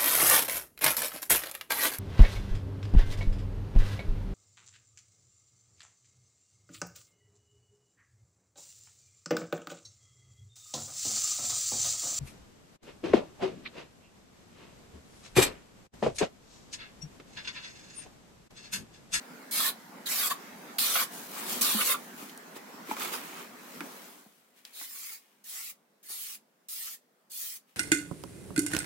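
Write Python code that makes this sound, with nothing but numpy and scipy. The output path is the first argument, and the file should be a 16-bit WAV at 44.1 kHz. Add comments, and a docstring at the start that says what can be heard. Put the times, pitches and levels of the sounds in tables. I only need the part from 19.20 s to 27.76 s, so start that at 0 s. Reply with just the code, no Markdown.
"""A dull background rumble comes first; then a steel trowel smooths a strip of cement screed on a floor indoors.
Four firm strokes, some in several pushes, grind on sandy mortar and make the blade chatter.
The worker shifts along with rustles and bumps; the background dies down and five lighter strokes
hiss over wetter mortar. Random grain slips feed every scrape and rustle; resonances make the steel
and the knocks, and filtered noise makes the background."""
import sys
import numpy as np
from scipy import signal
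from scipy.fft import rfft, irfft, next_fast_len
from scipy.io import wavfile
from scipy.ndimage import map_coordinates

SR = 44100
rng = np.random.default_rng(int(sys.argv[2]) if len(sys.argv) > 2 else 0)


def int16_out(signal):
    """Quantize to a 16-bit WAV file."""
    q = np.round(np.clip(np.atleast_2d(signal).T, -1, 1) * 32767)
    wavfile.write(sys.argv[1], SR, q.astype(np.int16))


N = 377496
TIME = np.arange(N) / SR   # seconds

# Firm pushes on sandy mortar. Each row: start in seconds, length in seconds, attack in seconds,
# landing in dB, sand hiss in dB, rise of the hiss over the push in dB, edge ring in dB,
# blade chatter in dB, edge pitch at the start in Hz (before its wobble).
FIRM_PUSHES = [(0.31, .18, 0.042, -32.5, -24.5, -2.5, -35, -36, 4580),
               (0.856, 0.024, 0.0077, -45.5, -32.5, -2, -34.5, -47.5, 3630),
               (0.885, 0.19, 0.0073, -44, -28, 5.5, -43, -40.5, 4860),
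               (1.094, 0.022, 0.0089, -51.5, -29.5, 3, -37.5, -33, 3200),
               (1.583, 0.089, 0.001, -31, -25.5, -1, -34.5, -47.5, 4280),
               (1.674, 0.16, 0.0099, -63, -28, 2, -39, -35, 4040),
               (2.41, 0.11, 0.0016, -21.5, -27, 0.5, -32.5, -36, 4400),
               (2.512, 0.12, 0.0087, -58, -29.5, 3.5, -39.5, -36, 3500),
               (2.633, 0.091, 0.021, -59.5, -23.5, 4, -51, -35.5, 3600)]
# Light passes on wet mortar. Each row: start in seconds, length in seconds, attack in seconds,
# landing in dB, sand hiss in dB, rise of the hiss over the pass in dB, paste smear in dB,
# lift-off in dB per second, swish in dB, swish pitch at the start in Hz (before its wobble).
LIGHT_PASSES = [(5.522, 0.13, 0.03, -90, -39.5, 10.5, -51.5, 324, -50, 4330),
                (5.674, 0.28, 0.029, -75, -40, 3.5, -49.5, 400, -74, 3020),
                (6.239, 0.27, 0.033, -51, -37.5, 3, -50.5, 753, -56.5, 3830),
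                (6.828, 0.099, .002, -54.5, -48, 17, -61, 498, -70, 3000),
                (6.883, 0.27, 0.013, -70, -37.5, 2, -53, 752, -54, 4060),
                (7.485, .26, 0.019, -36, -36, 0.5, -52.5, 649, -57, 3930),
                (8.097, 0.27, 0.061, -58, -34.5, -5.5, -54, 704, -64.5, 3300)]
# Spectrum of wet sand. Each row: frequency in Hz, relative level in dB per Hz.
WET_SAND = [(100, -56), (600, -32), (1200, -22), (1800, -16.5), (2700, -10), (3600, -4.5), (4500, -2),
            (6000, -2), (8000, 0), (11000, 2), (16000, 2)]


def from_db(db):
    """Decibels to gain."""
    return 10 ** (np.asarray(db) / 20)


def rms_one(x):
    """Scale to an average strength (rms) of 1."""
    return x / np.sqrt(np.mean(x ** 2) + 1e-20)


def at_hz(points, hz):
    """Read a table of (Hz, value) on a log-frequency axis."""
    f, value = np.transpose(points)
    return np.interp(np.log(hz + 1), np.log(f), value)


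def drift(per_s):
    """Random wavering: fresh normal values (spread 1), per_s of them a second, joined by straight lines."""
    knots = rng.standard_normal(N // 8)
    return np.interp(TIME * per_s, np.arange(len(knots)), knots)


def add(track, s, sound):
    """Mix a short sound into a track at time s."""
    start = int(s * SR)
    track[..., start:start + sound.shape[-1]] += sound[..., :track.shape[-1] - start]


def colour(pair, spectrum):
    """Two unrelated signals become a stereo sound with this spectrum; the ears differ by pitch; rms 1."""
    # Left-right likeness. Each row: frequency in Hz, coherence from 0 (unrelated) to 1 (the same).
    likeness = [(60, 0.078), (140, .92), (290, 0.8), (550, 0.44), (1200, 0), (2200, 0.12), (4000, 0.076),
                (7000, 0.022), (15000, 0.06)]
    size = next_fast_len(N)
    hz = np.arange(size // 2 + 1) * SR / size
    mid, side = rfft(pair, size) * from_db(at_hz(spectrum, hz))
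    alike = np.clip(at_hz(likeness, hz), -1, 1)
    shared = np.sqrt(1 + alike) * mid
    opposed = np.sqrt(1 - alike) * side * [[1], [-1]]
    return rms_one(irfft(shared + opposed, size)[:, :N])


def wander(x, depth_db, width_hz, per_s, size=512):
    """Narrow parts of the spectrum swell and fade on their own; rms 1."""
    hz, s, frames = signal.stft(x, SR, nperseg=size)
    where = np.meshgrid(hz / width_hz, s * per_s, indexing="ij")
    patches = map_coordinates(rng.standard_normal((size, size)), where, order=1, mode="wrap")
    changed = frames * from_db(depth_db * patches)
    return rms_one(signal.istft(changed, SR, nperseg=size)[1][:, :N])


def grains(per_s, size_db, clump_db):
    """Sand grains slip at random moments, with uneven sizes, in clumps of a few milliseconds."""
    slips = rng.random(N) < per_s / SR
    uneven = np.minimum(rng.exponential(1, N), 5)
    sizes = from_db(size_db * uneven + clump_db * drift(350))
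    return slips * sizes * rng.standard_normal((2, N))


def resonate(x, modes):
    """Resonances side by side, each (Hz, width in Hz, dB), with alternating signs; rms 1."""
    out = 0
    for k, (hz, width, db) in enumerate(modes):
        r = np.exp(-np.pi * width / SR)
        top = (-1) ** k * from_db(db) * (1 - r * r) / 2
        out = out + signal.lfilter([top, 0, -top], [1, -2 * r * np.cos(2 * np.pi * hz / SR), r * r], x)
    return rms_one(out)


def decays(hits, rise_s, t60):
    """Gain of blows (start in s, dB) that swell quickly and die away by 60 dB in t60 seconds."""
    out, age = np.zeros(N + SR), TIME[:SR // 4]
    for s, db in hits:
        add(out, s, from_db(db - 60 * age / t60) * (1 - np.exp(-age / rise_s)))
    return out[:N]


def swell(s, swell_s, fade_s, shape=1.63):
    """Gain of a soft movement that is strongest at time s."""
    return np.exp(-np.maximum((s - TIME) / swell_s, (TIME - s) / fade_s) ** shape)


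def stroke(start, length, attack_s, lift_db_per_s, arc, rise_db=0):
    """Gain of one stroke: the blade presses in, the pressure passes through an arc, the blade lifts off."""
    age = np.maximum(TIME - start, 0)
    share = np.minimum(age / length, 1)
    top, drop_db = arc   # strongest at this share of the stroke; drop in dB half a stroke away
    tilt_db = rise_db * (share - .5)
    arc_db = -drop_db * (2 * (share - top)) ** 2
    lift_db = -lift_db_per_s * np.clip(age - length, 0, .5)
    return (1 - np.exp(-age / attack_s)) * from_db(tilt_db + arc_db + lift_db)


def sagging(x, strokes, oct_per_s, width_hz, wobble_oct, size=128):
    """A steep resonance starts near each stroke's pitch and falls unevenly as the blade flattens; rms 1."""
    start, length, *_, pitch = np.transpose(strokes)
    out, state = np.zeros((2, N)), np.zeros((2, 4))
    r = np.exp(-np.pi * width_hz / SR)
    wobble = wobble_oct * drift(40)   # uneven pressure bends the pitch
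    for i in range(0, N, size):
        k = max(np.searchsorted(start, i / SR) - 1, 0)   # the latest stroke
        fall_oct = oct_per_s * np.clip(i / SR - start[k], 0, length[k])
        hz = pitch[k] * 2 ** (wobble[i] - fall_oct)
        poles = [1, -2 * r * np.cos(2 * np.pi * hz / SR), r * r]
        block = x[:, i:i + size]
        # the same resonance twice over, which makes it steep
        out[:, i:i + size], state = signal.lfilter([1, 0, -2, 0, 1], np.convolve(poles, poles), block, zi=state)
    return rms_one(out)


def background():
    """A dull, slightly wavering noise rumble dies down halfway through and leaves a faint room tone."""
    # Rumble level before the overall lift. Each row: time in seconds, level in dB.
    rumble_level = [(0.0, -54), (0.78, -54.5), (1.17, -51), (2.12, -51), (2.38, -46.5), (3.101, -54),
                    (3.45, -52.5), (3.93, -50.5), (4.29, -54.5), (4.65, -50), (4.86, -55), (5.007, -61),
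                    (5.13, -75), (6.0, -79.5), (8.56, -84.5)]
    # Spectra of rumble and room tone. Each row: frequency in Hz, relative level in dB per Hz.
    rumble_spectrum = [(18, -81), (30, -46.5), (106, -34), (161, -8), (252, 0.5), (328, -7.5), (426, -6.5),
                       (554, -9), (684, -7.5), (1810, -11), (3060, -20.5), (5900, -22), (9970, -26.5),
                       (14800, -24.5), (16000, -30)]
    tone_spectrum = [(30, -56), (105, -31), (150, -12), (220, -3.5), (300, -9.5), (444, -6.5), (600, -9.5),
                     (1240, -13), (3470, -22.5), (15000, -25.5)]
    lift_db, tone_db = 4.5, -70.5
    s, db = np.transpose(rumble_level)
    rumble = colour(rng.standard_normal((2, N)), rumble_spectrum)
    rumble = wander(rumble, depth_db=3.5, width_hz=181, per_s=18)
    tone = colour(rng.standard_normal((2, N)), tone_spectrum)
    tone = wander(tone, depth_db=2.5, width_hz=200, per_s=12)
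    rumble_gain = from_db(np.interp(TIME, s, db) + lift_db)
    return rumble_gain * rumble * from_db([[-.3], [.3]]) + from_db(tone_db) * tone


def shifting():
    """Grains scuff and rustle as the worker moves, and loose mortar is brushed aside."""
    # The worker shifts about. Each row: strongest at this second, swell in seconds, fade in seconds,
    # dull scuff in dB, rustle in dB.
    shift_moves = [(1.945, 0.039, 0.18, -60, -42.5), (2.171, 0.045, 0.3, -44, -40),
                   (2.305, 0.027, 0.088, -53, -33), (2.78, 0.03, 0.36, -68, -53.5),
                   (2.995, 0.025, 0.1, -51, -49), (3.365, .015, 0.018, -47.5, -48.5),
                   (3.715, 0.037, 0.028, -40.5, -42), (3.83, 0.048, 0.076, -37.5, -34.5),
                   (3.938, 0.019, 0.04, -40, -37), (4.04, 0.091, 0.19, -48, -47),
                   (4.21, 0.062, 0.037, -48.5, -53), (4.56, 0.16, 0.12, -60, -53.5),
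                   (4.8, 0.18, 0.23, -62, -51)]
    # Mortar brushed aside. Each row: strongest at this second, swell in seconds, fade in seconds, level in dB.
    brush_moves = [(5.19, 0.067, 0.22, -71), (5.385, 0.028, 0.039, -60.5), (5.459, 0.012, 0.076, -56),
                   (5.605, 0.054, 0.035, -52.5), (6.021, 0.059, 0.21, -65.5), (8.495, 0.025, 0.076, -67.5)]
    # Where the worker moves about. Each row: time in seconds, left minus right in dB.
    place = [(3.0, 1), (3.85, -3), (4.6, 2.5), (5.0, 2.5)]
    # Spectra of scuffs, rustles and crumbs. Each row: frequency in Hz, relative level in dB per Hz.
    scuff_spectrum = [(71, -50.5), (120, -33), (183, -14), (375, 2), (618, -10.5), (898, -0.5), (1100, -2),
                      (1270, 2.5), (1550, -6), (2400, -3.5), (5000, -15.5), (6500, -54.5), (11000, -120)]
    rustle_spectrum = [(200, -45.5), (1000, -27.5), (2500, 1), (4000, 1.5), (5200, 0.5), (7000, 2.5),
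                       (9000, 1.5), (12000, 2.5), (16000, 2.5)]
    crumb_spectrum = [(100, -38), (350, -8), (600, -2.5), (1200, -4.5), (2000, 0.5), (3000, 1),
                      (4500, -5.5), (7000, -5.5), (16000, -5)]
    scuff = rustle = brush = 0
    for *timing, scuff_db, rustle_db in shift_moves:
        move = swell(*timing)
        scuff = scuff + from_db(scuff_db) * move
        rustle = rustle + from_db(rustle_db) * move
    for *timing, db in brush_moves:
        brush = brush + from_db(db) * swell(*timing)
    heavy = grains(per_s=6000, size_db=1.7, clump_db=1.2)
    fine = grains(per_s=14000, size_db=2.0, clump_db=1.2)
    dull = wander(colour(heavy, scuff_spectrum), depth_db=1.0, width_hz=210, per_s=26)
    bright = wander(colour(fine, rustle_spectrum), depth_db=3.5, width_hz=170, per_s=20)
    crumbs = colour(fine, crumb_spectrum)
    pan_db = np.interp(TIME, *np.transpose(place)) * [[.5], [-.5]]
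    return (scuff * dull + rustle * bright + brush * crumbs) * from_db(pan_db)


def bumps(swell_s=0.0031, apart=1.0):
    """Each bump is a soft thud with a solid knock; grit crumbles under it and again as it rebounds."""
    # Dull bumps. Each row: start in seconds, thud in dB, thud pitch in Hz, thud fade by 60 dB in seconds,
    # knock peak in dB (before the bass cut), knock pitch in Hz.
    bump_list = [(2.545, -24.5, 220, 0.091, -32, 800), (3.024, -34, 264, 0.023, -42, 800),
                 (3.362, -35, 392, 0.018, -38, 900), (3.69, -30, 320, 0.037, -52, 804),
                 (3.712, -30.5, 258, 0.045, -19, 872), (3.819, -40, 300, 0.03, -27, 1290),
                 (3.942, -49, 367, 0.026, -26, 990), (4.606, -34, 288.6, 0.13, -23.5, 1470),
                 (4.612, -34, 300, 0.063, -33.5, 830), (4.637, -39, 260, 0.032, -54, 830),
                 (5.06, -45.5, 213, 0.025, -54, 700), (5.613, -54, 300, 0.08, -36, 993),
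                 (6.9, -52, 380, 0.03, -50.5, 586)]
    # Resonances of a knock. Each row: multiple of its pitch, width as a share of the pitch, level in dB.
    knock_modes = [(1, 0.14, 4), (1.52, 0.093, 0.5), (2.7, 0.5, -10)]
    crumble_t60_s, rebound_s, rebound_db = 0.019, 0.015, -13.5   # the rebound is a second, weaker contact
    grit_db = -8.5   # grit against the blow
    half_blow_s, left_lag_s = 0.00009, 0.00016   # half the blow's length; delay to the left ear
    dull_above = 2.4   # a knock is dull above this multiple of its pitch

    out, age = np.zeros((2, N)), TIME[:SR // 4]
    contact = from_db(-60 * age / crumble_t60_s)
    contact = contact + from_db(rebound_db) * np.interp(age - rebound_s, age, contact, left=0)
    blow = np.maximum(1 - np.abs((age - [[left_lag_s], [0]]) / half_blow_s - 1), 0)
    for s, thud_db, thud_hz, thud_t60, knock_db, knock_hz in bump_list:
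        push = np.minimum(age / swell_s, 1) ** 2 * from_db(-60 * np.maximum(age - swell_s, 0) / thud_t60)
        thud = np.sin(2 * np.pi * thud_hz * age) * push
        grit = rng.standard_normal(len(age)) + apart * rng.standard_normal((2, len(age)))
        modes = np.array(knock_modes) * [knock_hz, knock_hz, 1]
        knock = resonate(blow + from_db(grit_db) * grit * contact, modes)
        knock = signal.sosfilt(signal.butter(2, dull_above * knock_hz, fs=SR, output="sos"), knock)
        add(out, s, from_db(thud_db) * thud + from_db(knock_db) * knock / np.abs(knock).max())
    # the bass below about 160 Hz is cut away
    return signal.sosfilt(signal.butter(6, 160, "high", fs=SR, output="sos"), out)


def snaps(crack_db=-23):
    """Grit cracks drily: a short burst of fading noise through one resonance, plus a little plain noise."""
    # Dry clicks of grit. Each row: start in seconds, relative level in dB, centre in Hz, width in Hz,
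    # fade by 60 dB in seconds.
    clicks = [(1.586, -19, 2920, 900, 0.027), (2.418, -15, 7100, 4000, 0.024),
              (2.447, -20, 4300, 1200, 0.03), (3.095, -39, 3000, 900, 0.05),
              (3.176, -30, 9000, 4970, 0.008), (3.767, -23, 1190, 200, 0.033),
              (3.808, -24.5, 1270, 400, 0.026), (3.820, -25, 2600, 1600, 0.02),
              (3.94, -28, 2350, 790, 0.026), (4.607, -24.5, 2200, 596, 0.014),
              (5.451, -33, 3530, 3180, 0.027), (5.612, -37, 1890, 700, 0.026),
              (5.624, -39, 1700, 900, 0.026), (6.242, -45, 6000, 5000, 0.02),
              (7.4878, -40, 4820, 1980, 0.029), (8.1177, -36, 9000, 3500, 0.026)]
    out, age = np.zeros((2, N)), TIME[:SR // 16]
    for s, db, hz, width_hz, t60 in clicks:
        shared, left, right = rng.standard_normal((3, len(age)))
        noise = (shared + np.array([left, right])) / np.sqrt(2)
        crack = resonate(noise, [(hz, width_hz, 0)]) + from_db(crack_db) * noise
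        add(out, s, from_db(db - 60 * age / t60) * crack / 2)
    return signal.sosfilt(signal.butter(2, 500, "high", fs=SR, output="sos"), out)


def touches():
    """Every push or pass starts with a crunch as the steel lands on the grit and its edge rings briefly."""
    # Resonances of the blade's edge. Each row: frequency in Hz, width in Hz, level in dB.
    edge_modes = [(2956, 70, 4.5), (3210, 170, 2.5), (3860, 130, 0.5), (4500, 470, -0.5), (5500, 150, -7.5)]
    ring_db = -21   # ring against the crunch
    grit = colour(grains(per_s=24000, size_db=1.2, clump_db=.8), WET_SAND)
    landings = [(start, db) for start, _, _, db, *_ in FIRM_PUSHES + LIGHT_PASSES]
    crunch = decays(landings, rise_s=0.00055, t60=0.25) * grit
    ring = decays(landings, rise_s=.0004, t60=0.017) * resonate(grit, edge_modes)
    return crunch + from_db(ring_db) * ring


def light_strokes():
    """Wet mortar hisses finely and evenly; the paste smears under the damped blade with a falling swish."""
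    # Spectrum of smeared paste. Each row: frequency in Hz, relative level in dB per Hz.
    paste_spectrum = [(150, -50), (400, -34.5), (800, -13.5), (1200, -6), (1550, -5), (1950, 1), (2550, -2),
                      (3200, -9), (4500, -5), (7000, -3), (12000, -26)]
    # arcs: strongest at this share of the pass, drop in dB half a pass away
    sand_arc, paste_arc, swish_arc = (0.29, 2.7), (0.63, 3.8), (0.41, 3.4)
    hiss = smear = swish = 0
    for start, length, attack_s, _, hiss_db, rise_db, smear_db, lift_db_per_s, swish_db, _ in LIGHT_PASSES:
        sweep = start, length, attack_s, lift_db_per_s
        hiss = hiss + from_db(hiss_db) * stroke(*sweep, sand_arc, rise_db)
        smear = smear + from_db(smear_db) * stroke(*sweep, paste_arc)
        swish = swish + from_db(swish_db) * stroke(*sweep, swish_arc)
    fine = grains(per_s=32000, size_db=1.5, clump_db=.7)
    sticky = grains(per_s=9000, size_db=1.6, clump_db=1.2)
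    sand = wander(colour(fine, WET_SAND), depth_db=6.0, width_hz=110, per_s=30)
    paste = wander(colour(sticky, paste_spectrum), depth_db=6.0, width_hz=143.6, per_s=28)
    slurry = sagging(sticky, LIGHT_PASSES, oct_per_s=2.5, width_hz=1000, wobble_oct=0.1)
    return (hiss * sand + smear * paste + swish * slurry) * from_db([[-.2], [.2]])


def firm_strokes():
    """Sand grinds and cracks; the edge rings as it bites and sinks in pitch, the flattening blade chatters."""
    # The blade catches on a coarse grain. Each row: start in seconds, chatter in dB, crunch in dB.
    catches = [(0.397, -21, -30.5), (1.109, -20, -39), (1.009, -46.5, -25.5), (1.754, -18.5, -18.5),
               (1.796, -45, -21.5), (2.587, -24, -43), (2.606, -36, -20.5), (2.693, -32.5, -36),
               (2.718, -27.5, -38), (2.741, -25.5, -36), (6.916, -52, -53), (7.67, -50, -40.5),
               (8.245, -70, -45)]
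    # Resonances of the bending blade. Each row: frequency in Hz, width in Hz, level in dB.
    flex_modes = [(490, 66, -7.5), (1045, 33, -1), (1174, 36, 1), (1288, 100, -3.5), (1498, 350, -12),
                  (2360, 150, -15.5)]
    # Spectra of sand and of a catch's crunch. Each row: frequency in Hz, relative level in dB per Hz.
    sand_spectrum = [(100, -56), (300, -29.5), (600, -15.5), (1000, -10), (1500, -5.5), (2050, -4.5),
                     (2600, -4.5), (4200, -0.5), (5600, -5), (7000, -2), (8500, -3), (10500, 1.5),
                     (12500, 1), (14300, 1.5), (16000, -6)]
    crunch_spectrum = [(500, -30.5), (1200, -5), (2300, 4.5), (3300, 0), (5000, -10), (12000, -16)]
    # arcs: strongest at this share of the push, drop in dB half a push away
    sand_arc, edge_arc, flex_arc = (0.24, 0.76), (.48, 4.5), (1, 3.4)
    lift_db_per_s = 654   # fade as the blade lifts off
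    catch_rise_s, catch_t60_s = 0.0039, 0.059
    pebble_db = -12   # against the sand hiss

    hiss = edge = flex = 0
    for start, length, attack_s, _, hiss_db, rise_db, edge_db, flex_db, _ in FIRM_PUSHES:
        push = start, length, attack_s, lift_db_per_s
        hiss = hiss + from_db(hiss_db) * stroke(*push, sand_arc, rise_db)
        edge = edge + from_db(edge_db) * stroke(*push, edge_arc)
        flex = flex + from_db(flex_db) * stroke(*push, flex_arc)

    fine = grains(per_s=24000, size_db=1.9, clump_db=1.0)
    coarse = grains(per_s=9000, size_db=2.0, clump_db=1.4)
    sand = wander(colour(fine, sand_spectrum), depth_db=6.5, width_hz=140, per_s=24)
    # single coarse grains crack under a firm push
    pebbles = colour(grains(per_s=770, size_db=-0.5, clump_db=1.5), sand_spectrum)
    grind = hiss * (sand + from_db(pebble_db) * pebbles)

    drag = wander(colour(coarse, sand_spectrum), depth_db=6.0, width_hz=190.5, per_s=20)
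    # the edge's ring falls as more steel meets the mortar
    ring = edge * sagging(drag, FIRM_PUSHES, oct_per_s=2.3, width_hz=1450, wobble_oct=0.13)

    bend = decays([(s, db) for s, db, _ in catches], catch_rise_s, catch_t60_s)
    crunch_gain = decays([(s, db) for s, _, db in catches], catch_rise_s, catch_t60_s)
    crunch = crunch_gain * colour(coarse, crunch_spectrum)
    # each ear also gets most of the other ear's drag, so the chatter is nearly the same in both
    blade = resonate(drag + 0.98 * drag[::-1], flex_modes)
    # a catch bends the blade slowly: only the low resonances answer
    low_blade = rms_one(signal.sosfilt(signal.butter(2, 1395, fs=SR, output="sos"), blade))
    chatter = flex * blade + bend * low_blade
    judder = from_db(0.6 * drift(45))   # the blade sticks and slips over coarse sand
    return (grind + judder * (ring + chatter) + crunch) * from_db([[-.6], [.6]])


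def reflections(x, count=5):
    """Echoes off floor and wall; their paths change as the trowel moves, so their colour keeps shifting."""
    middle_delay_s, swing, swing_per_s = 0.003, 0.17, 7   # swing: typical change as a share of the delay
    out = np.zeros((2, N))
    for ear in range(2):
        for k, delay_s in enumerate(middle_delay_s * np.geomspace(.5, 2, count)):
            lag = SR * delay_s * np.exp(swing * drift(swing_per_s))
            out[ear] += (-1) ** k * x[ear, np.maximum(np.arange(N) - lag.astype(int), 0)]
    return out / np.sqrt(count)


def room(x, t60, delay_s, top_hz):
    """A diffuse tail of reflections from bare surfaces, different at each ear: fading, dulled noise."""
    age = TIME[:SR // 2]
    tail = rng.standard_normal((2, len(age))) * from_db(-60 * age / t60) * (age > delay_s)
    tail /= np.sqrt(np.sum(tail ** 2, axis=1)[:, None])
    tail = signal.sosfilt(signal.butter(1, top_hz, fs=SR, output="sos"), tail)
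    return signal.fftconvolve(x, tail, axes=1)[:, :N]


def scene():
    """The trowel close by with its first reflections, the worker, the room's echo and the background."""
    near_share, room_db = .3, -8.5   # first reflections: share of the trowel's power; level of the echo
    trowel = firm_strokes() + light_strokes() + touches()
    near = reflections(trowel)
    work = np.sqrt(1 - near_share) * trowel + np.sqrt(near_share) * near
    work = work + snaps() + shifting() + bumps()
    echo = room(work, t60=0.18, delay_s=0.00043, top_hz=7000)
    return work + from_db(room_db) * echo + background()


def record(dry):
    """The treble is cut steeply above 16 kHz."""
    return signal.sosfilt(signal.ellip(12, .1, 75, 16000, fs=SR, output="sos"), dry)


dry = scene()
out = record(dry)
int16_out(out)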